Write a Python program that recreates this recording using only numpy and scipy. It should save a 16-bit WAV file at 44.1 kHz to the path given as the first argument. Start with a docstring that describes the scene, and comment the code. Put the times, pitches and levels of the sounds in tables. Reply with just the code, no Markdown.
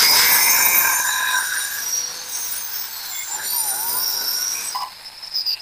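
"""At a workbench, close by, a handheld power cutter grinds its diamond blade through a clay tile.
The motor sags and recovers with the load, and the grit rasps once a turn. The tile howls, and the
steel disc sings one note after another as the slot pinches it. The cut-off piece breaks away and
rattles; the motor coasts down while the blade screeches along the cut edge.
Under it all are the rush of the cooling fan and a faint low hum."""
import sys
import numpy as np
from scipy import signal
from scipy.fft import rfft, irfft, next_fast_len
from scipy.io import wavfile
from scipy.ndimage import uniform_filter1d, minimum_filter1d, map_coordinates

SR = 44100
rng = np.random.default_rng(int(sys.argv[2]) if len(sys.argv) > 2 else 0)


def wrap_up_sound(samples):
    """Save the sound to the file named by the first command line argument, as 16-bit audio."""
    columns = np.atleast_2d(samples).T
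    # keep every value between -1 and 1, then stretch to whole-number steps
    tamed = np.clip(columns, -1, 1)
    steps = np.round(tamed * 32767).astype(np.int16)
    wavfile.write(sys.argv[1], SR, steps)


N = 247469
T = np.arange(N) / SR

# Levels in the tables are relative: each layer adds its own gain.
# Tones of the background hum: pitch_hz, level_db
HUM_TONES = [(48.4, -71.5), (96.9, -66.5), (177.6, -69.5)]
# Blade speed under power, sagging when the blade is pushed: time_s, turns_per_s
POWERED_SPEED = [(0, 140), (.25, 161), (.4, 170), (.62, 177), (1.1, 172), (1.65, 163), (2.65, 171),
                 (2.8, 143), (3, 118), (3.2, 100), (3.42, 130), (3.55, 139), (3.72, 110), (3.85, 132),
                 (4.07, 152), (4.19, 133), (4.45, 151), (4.83, 162)]
# Tone colour of the fan's rush: pitch_hz, level_db
FAN_SPECTRUM = [(20, 0), (100, -10.5), (300, -9.5), (600, -5), (880, 4.5), (1200, -3), (1600, 0),
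                (2500, 0.5), (3200, -6.5), (4200, 4.5), (5100, 1), (5800, -18), (7000, -10.5), (9000, -7),
                (15500, -15.5)]
# Whines on a multiple of the blade speed and on the multiples either side of it:
# start_s, end_s, multiple, level_db, neighbours_relative_db
BLADE_WHINES = [(0.164, 0.81, 13, -29, -5), (1.128, 1.424, 6, -33, -31), (1.92, 2.29, 3, -56, -15),
                (2.78, 3.15, 7, -49, -32), (3.539, 4.015, 7, -37, -11), (4, 4.69, 7, -48, -11)]
# The cut-off piece knocks on the boards: time_s, level_db
OFFCUT_KNOCKS = [(4.747, -17.5), (4.756, -14.5), (4.784, -22.5), (4.805, -19.5), (4.82, -17),
                 (4.833, -17.5), (4.859, -25.5), (4.872, -32)]
# Notes that piece rings with: pitch_hz, level_db, ring_s (time to fade by 60 dB)
OFFCUT_NOTES = [(817, -9, 0.1), (1020, -0.5, 0.1), (1080, -18, 0.04), (2000, -12.5, 0.03),
                (2950, -11.5, 0.027)]
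# Tone colours of the tile's rumble, the slot's rasp and the flying grit's fizz: pitch_hz, level_db
RUMBLE_SPECTRUM = [(20, -16.5), (50, -23), (130, -3), (250, -1), (450, 1), (650, -2), (1000, 0),
                   (2500, -63)]
RASP_SPECTRUM = [(300, -11), (650, -8.5), (800, -6), (980, 6.5), (1250, -1), (1550, 8.5), (1900, -0.5),
                 (3000, -2), (3600, 3), (4300, 1.5), (5200, 10), (5900, -2), (8000, -7), (16000, -55)]
FIZZ_SPECTRUM = [(1500, -12), (3500, -53), (5000, 8), (6000, 11.5), (6800, 0.5), (8500, 3.5), (9300, 1),
                 (10300, 4.5), (11200, 4.5), (12000, 11), (12800, 1), (14000, 6.5), (14800, 5),
                 (15800, -24)]
# Loudness of those three over time: time_s, level_db
RUMBLE_LOUDNESS = [(0.0, -31.5), (0.8, -35.5), (1.12, -60), (2.22, -47), (2.43, -51), (3.25, -67),
                   (3.43, -40.5), (3.49, -51), (4.02, -38.5), (4.14, -45), (4.19, -38.5), (4.42, -48.5),
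                   (4.66, -48.5), (4.7, -55)]
RASP_LOUDNESS = [(0.0, -25), (0.1, -49), (0.21, -32), (0.34, -44.5), (0.37, -41), (0.65, -66),
                 (1.62, -51.5), (1.69, -54), (1.74, -53.5), (4.32, -56), (4.67, -54.5), (4.7, -56.5)]
FIZZ_LOUDNESS = [(0.0, -19.5), (0.04, -30), (0.64, -33), (1.05, -37), (1.16, -44), (1.94, -48.5),
                 (2.11, -51), (2.57, -51), (2.79, -53), (3.14, -49), (3.21, -58), (3.87, -37), (4.07, -54),
                 (4.11, -38.5), (4.12, -45), (4.67, -43.5), (4.7, -62)]
# The tile howls under the blade: start_s, end_s, pitch_hz, width_hz, level_db
TILE_HOWLS = [(-.1, 0.53, 2156, 330, -25.5), (-.1, 1, 962, 148, -28), (0.153, 0.823, 1645, 332, -28),
              (0.474, 1, 2364, 254, -29.5), (0.818, 1.298, 1633, 101, -24.5), (0.933, 1.437, 997, 84, -31),
              (1.086, 1.36, 2446, 130, -37), (1.329, 1.605, 1581, 103, -24.5),
              (1.568, 1.82, 1660, 120, -34.5), (3.132, 3.229, 2150, 30, -36.5),
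              (3.126, 3.24, 3440, 50, -41), (3.297, 3.42, 880, 140, -38), (3.387, 3.485, 1640, 400, -37),
              (3.513, 4.304, 882, 161, -44.5), (3.714, 4.497, 1468, 89, -42), (4.555, 4.67, 2396, 150, -35),
              (5.474, 5.597, 2730, 200, -43.5)]
# The disc's notes are waves running round it; spin lowers those going against it and raises the rest:
# name, group, cruise_pitch_hz, shift_hz_per_turn_per_s, width_hz, level_in_group_db
DISC_NOTES = [("A", "first", 3820, -3, 110, -7), ("B", "first", 5690, -1, 70, -4),
              ("C", "second", 6345, .5, 50, 0), ("D", "first", 7080, -3.4, 60, -6),
              ("E", "second", 8110, 3.5, 70, -1), ("F", "first", 9160, -3, 100, 0),
              ("G", "second", 9660, 1.2, 70, -5), ("H", "first", 11750, -5, 70, -8),
              ("I", "second", 12200, 1.2, 170, -4), ("J", "first", 13460, 6, 70, -11),
              ("K", "second", 14960, 8, 130, -2), ("L", "first", 15050, -5, 110, -16)]
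# These notes swell and fade in two groups: time_s, level_db
FIRST_GROUP_LOUDNESS = [(0.0, -31), (1.3, -35.5), (1.66, -33.5), (1.99, -52), (2.59, -43.5), (2.62, -55),
                        (3.31, -51.5), (3.47, -34), (3.89, -43), (4.21, -38.5), (4.38, -40.5), (4.67, -51),
                        (4.7, -56)]
SECOND_GROUP_LOUDNESS = [(0.0, -36), (0.41, -31), (1.14, -46.5), (1.4, -42), (1.98, -44), (2.03, -55),
                         (2.24, -53), (2.34, -40), (3.07, -53), (3.31, -47.5), (3.36, -53), (4.42, -69),
                         (4.5, -45)]
# The slot pinches the disc and one note takes over: start_s, end_s, note_name, level_db
DISC_PINCHES = [(-.1, 1.14, "H", -32), (.1, .85, "K", -31), (0.176, 0.848, "J", -22.5),
                (.25, 1.057, "C", -27), (0.606, 1.23, "D", -34.5), (1.06, 1.385, "A", -32),
                (1.36, 1.655, "A", -38.5), (1.553, 1.978, "I", -40), (1.714, 1.9, "J", -34),
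                (1.79, 2.103, "B", -32), (2.3, 2.553, "B", -39.5), (3.377, 3.897, "B", -41),
                (2.207, 2.69, "C", -36), (2.324, 2.653, "G", -38), (2.333, 2.897, "K", -30.5),
                (2.4, 3.3, "J", -46.5), (2.905, 3.17, "H", -44), (3.11, 3.387, "D", -31),
                (3.05, 3.36, "L", -40), (3.42, 4.447, "J", -34), (3.558, 4.05, "F", -30),
                (3.776, 4.164, "K", -32), (4.14, 4.426, "H", -35.5), (4.436, 4.685, "B", -30),
                (4.625, 4.701, "E", -31)]
# The side of the freed blade rubs the cut edge: start_s, end_s, level_db
EDGE_RUBS = [(4.716, 4.835, -33), (4.84, 5.33, -46), (5.05, 5.09, -38.5), (5.18, 5.186, -35),
             (5.228, 5.256, -34), (5.276, 5.278, -27), (5.31, 5.464, -36), (5.345, 5.422, -24.5),
             (5.464, 5.548, -22), (5.596, 5.63, -34.5)]
# Pitch of that rubbing: time_s, pitch_hz
EDGE_RUB_PITCH = [(4.72, 5010), (4.776, 5070), (5.272, 5206), (5.572, 4740), (5.6, 5100)]
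# The blade binds in the slot: start_s, end_s, first_hz, last_hz, width_hz, steadiness, level_db
SLOT_BINDS = [(-.08, .23, 4860, 5120, 170, 5, -17.5), (.18, .65, 5100, 5480, 450, .5, -27),
              (1.9, 2.25, 4500, 4380, 450, .3, -38), (2.73, 2.87, 5300, 5500, 350, .3, -37),
              (2.92, 3.13, 4400, 4150, 300, .3, -38), (3.45, 3.63, 4300, 5000, 400, .3, -33),
              (3.88, 4.38, 4950, 4980, 230, .3, -34), (4, 4.22, 5520, 5580, 180, .4, -26),
              (4.24, 4.54, 5430, 5700, 220, .4, -26)]

CRUISE_TURNS_PER_S = 170  # the disc's notes are listed at this speed
COAST_S = 1.84  # time from power off to half speed
THROUGH_S, RELEASE_DB_PER_S = 4.73, 99  # the blade leaves the tile and the grinding dies away
PEAK_LIMIT, TOP_HZ = .65, 15520


def amp(db):
    """Turn decibels into a gain."""
    return 10 ** (np.asarray(db) / 20)


def unit(x):
    """Scale a signal to an average (rms) strength of 1."""
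    return x / np.sqrt(np.mean(np.abs(x) ** 2) + 1e-20)


def curve(points):
    """Join (time, value) points with straight lines, one value per sample."""
    return np.interp(T, *np.transpose(points))


def wobble(rate):
    """A smooth random curve through `rate` points a second."""
    return map_coordinates(rng.standard_normal(4096), [T * rate + 2], order=2, mode="wrap")


def shifted(x):
    """Slide a signal by a random time, so that notes sharing it each move on their own."""
    return np.roll(x, rng.integers(N))


def filtered(x, response):
    """Turn each frequency up or down by the gain that `response` gives it."""
    size = next_fast_len(N + 8192)
    return irfft(rfft(x, size) * response(np.fft.rfftfreq(size, 1 / SR)), size)[:N]


def coloured(x, spectrum):
    """Give a signal a tone colour from a table, at strength 1."""
    pitches, db = np.transpose(spectrum)
    return unit(filtered(x, lambda hz: amp(np.interp(np.log(hz + 1), np.log(pitches), db))))


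def swell(start, end, fade_s):
    """A gain that rises softly around `start` and falls around `end`."""
    edge = np.clip(np.minimum(T - start, end - T) / fade_s, -1, 1)
    return .5 + .5 * np.sin(np.pi / 2 * edge)


def resonate(force, hz, width_hz, skirt_hz, steadiness):
    """A force rings a gliding note and friction evens its loudness; the real part is the sound."""
    carrier = np.exp(2j * np.pi * np.cumsum(hz) / SR)
    envelope = force / carrier
    for width in (width_hz, skirt_hz):  # each pass keeps only what lies near the note
        envelope = signal.lfilter([1], [1, -np.exp(-np.pi * width / SR)], envelope)
    envelope = unit(envelope)
    return unit(envelope / np.sqrt(1 + steadiness * np.abs(envelope) ** 2)) * carrier


def blade_speed():
    """Turns per second: set by the load, then coasting down against the drag of the fan."""
    power_off_s = POWERED_SPEED[-1][0]
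    return curve(POWERED_SPEED) / (1 + np.maximum(T - power_off_s, 0) / COAST_S)


def cutting_db(loudness):
    """A level that dies away once the blade is through."""
    return curve(loudness) - RELEASE_DB_PER_S * np.maximum(T - THROUGH_S, 0)


def grit(turns, throb_db, clump_db):
    """Noise of grains tearing off in clumps, throbbing as the rim's high spot comes round."""
    level_db = throb_db * np.cos(2 * np.pi * turns) + clump_db * wobble(400)
    return unit(rng.standard_normal(N) * amp(level_db))


def rim(turns):
    """The uneven rim strikes the same pattern on every turn."""
    position = np.linspace(0, 1, 1024)
    bumps = sum(np.cos(2 * np.pi * (k * position + rng.random())) for k in range(3, 18))
    return unit(np.interp(turns % 1, position, bumps))


def hum():
    """A faint low hum lies under everything."""
    return sum(np.sqrt(2) * amp(db) * np.sin(2 * np.pi * hz * T + .36 * wobble(4.6))
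               for hz, db in HUM_TONES)


def fan(turns, speed):
    """The motor's cooling fan blows, softer as it slows."""
    level_db = -41 + 10 * np.log10(speed / 150) + .44 * wobble(30)
    return amp(level_db) * coloured(grit(turns, throb_db=-.5, clump_db=2.5), FAN_SPECTRUM)


def whine(turns):
    """Tones that follow the shaft: the motor's thin whistle and the blade's whines."""
    whistle_cycles = 76 * turns
    out = amp(-58 + 3.5 * wobble(14)) * np.sin(2 * np.pi * whistle_cycles + .7 * wobble(150))
    flutter, slip = amp(2.2 * wobble(35)), .35 * wobble(70)
    tone = lambda k: np.sqrt(2) * shifted(flutter) * np.sin(2 * np.pi * k * turns + shifted(slip))
    for start, end, multiple, db, neighbours_db in BLADE_WHINES:
        tones = tone(multiple) + amp(neighbours_db) * (tone(multiple - 1) + tone(multiple + 1))
        out += amp(db) * swell(start, end, fade_s=.039) * tones
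    return out


def offcut_rattle():
    """The loose piece drops and chatters; each gritty knock rings the clay briefly and unsteadily."""
    out, t = np.zeros(N), np.arange(SR // 5) / SR
    jitter = .6 * wobble(250)
    attack = 1 - np.exp(-t / .0037)
    for start, db in OFFCUT_KNOCKS:
        ring = np.zeros(len(t))
        for hz, note_db, ring_s in OFFCUT_NOTES:
            decay = amp(note_db + rng.normal(0, 1.5) - 60 * t / ring_s)
            ring += decay * np.sin(2 * np.pi * hz * t + shifted(jitter)[:len(t)])
        crack = amp(-14.5 - 60 * t / .016) * rng.standard_normal(len(t))
        out[round(start * SR):][:len(t)] += amp(db + 2.5) * (ring * attack + crack)
    return out


def grinding(turns):
    """The tile rumbles, the slot rasps and flying grit fizzes as the blade is pushed in unevenly."""
    push_db = 1.3 * wobble(25.25)
    force = lambda: grit(turns, throb_db=1.5, clump_db=1) + amp(-14.5) * rim(turns)
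    rumble_db = cutting_db(RUMBLE_LOUDNESS) - 3 + push_db + 1.5 * wobble(16)
    rumble = amp(rumble_db) * coloured(force(), RUMBLE_SPECTRUM)
    rasp_db = cutting_db(RASP_LOUDNESS) + 17 + push_db
    rasp = amp(rasp_db) * coloured(force(), RASP_SPECTRUM)
    fizz_db = cutting_db(FIZZ_LOUDNESS) + 9 + push_db + 1.6 * wobble(50)
    fizz = amp(fizz_db) * coloured(grit(turns, throb_db=-.5, clump_db=2.3), FIZZ_SPECTRUM)
    return rumble + rasp + fizz


def tile_howling(turns):
    """Grit and rim ring one note of the tile after another; long howls come and go slowly."""
    out = np.zeros(N)
    force = grit(turns, throb_db=-1, clump_db=6) + amp(-15) * rim(turns)
    grip, waver_hz = unit(amp(2.2 * wobble(20))), 18 * wobble(11)
    for start, end, hz, width_hz, db in TILE_HOWLS:
        motion = resonate(force, hz + shifted(waver_hz), width_hz, skirt_hz=278, steadiness=.34)
        level = amp(db + 4) * swell(start, end, fade_s=.021 + .12 * (end - start))
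        out += level * shifted(grip) * motion.real
    return out


def disc_singing(turns, speed):
    """The steel disc's notes ring in two groups, drift with the spin and flare up when pinched."""
    out = np.zeros(N)
    force = grit(turns, throb_db=1.5, clump_db=1) + amp(-17) * rim(turns)
    group_db = {"first": cutting_db(FIRST_GROUP_LOUDNESS), "second": cutting_db(SECOND_GROUP_LOUDNESS)}
    grip = unit(amp(2.5 * wobble(24) + 1.8 * wobble(7)))
    waver_hz = 24 * wobble(30)
    for name, group, hz, shift, width_hz, db in DISC_NOTES:
        level = amp(group_db[group] + db + 7)
        for start, end, pinched_note, pinch_db in DISC_PINCHES:
            if pinched_note == name:
                flare = amp(pinch_db + 5.5) * swell(start, end, fade_s=.019 + .25 * (end - start))
                level = np.hypot(level, flare)
        pitch_hz = hz + shift * (speed - CRUISE_TURNS_PER_S) + shifted(waver_hz)
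        motion = resonate(force, pitch_hz, width_hz, skirt_hz=425, steadiness=.13)
        out += level * shifted(grip) * motion.real
    return out


def blade_screech(turns):
    """The wobbling disc catches and lets go of the clay in quick chirps, in the slot and on the edge."""
    force = grit(turns, throb_db=-1.5, clump_db=3)
    catch = unit(1 + .18 * np.cos(2 * np.pi * turns + 1.46 * wobble(80)))
    pressure = sum(amp(db + 4.5) * swell(start, end, fade_s=.011) for start, end, db in EDGE_RUBS)
    motion = pressure * resonate(force, curve(EDGE_RUB_PITCH), width_hz=380, skirt_hz=260, steadiness=1.2)
    for start, end, first_hz, last_hz, width_hz, steadiness, db in SLOT_BINDS:
        glide_hz = np.interp(T, [start, end], [first_hz, last_hz])
        bind = resonate(shifted(force), glide_hz, width_hz, skirt_hz=360, steadiness=steadiness)
        motion += amp(db + 4.5) * swell(start, end, fade_s=.02 + .078 * (end - start)) * bind
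    motion *= catch
    overtone = (motion ** 3).real / (np.abs(motion) + 1e-9)  # three times the pitch
    return motion.real + amp(-1) * overtone


def scene():
    """The turning blade drives the cutting sounds; both ears hear the same mix."""
    speed = blade_speed()
    turns = np.cumsum(speed) / SR
    cutter = grinding(turns) + disc_singing(turns, speed) + tile_howling(turns)
    cutter += whine(turns) + blade_screech(turns) + fan(turns, speed)
    mono = cutter + offcut_rattle() + hum()
    return np.array([mono, mono])


def record(dry):
    """A limiter holds down the loudest peaks, and the highest treble is cut off."""
    needed_gain = np.minimum(1, PEAK_LIMIT / (np.abs(dry[0]) + 1e-9))
    smooth_gain = uniform_filter1d(minimum_filter1d(needed_gain, size=256), size=256)
    return np.array([filtered(side * smooth_gain, lambda hz: hz < TOP_HZ) for side in dry])


dry = scene()
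out = record(dry)
wrap_up_sound(out)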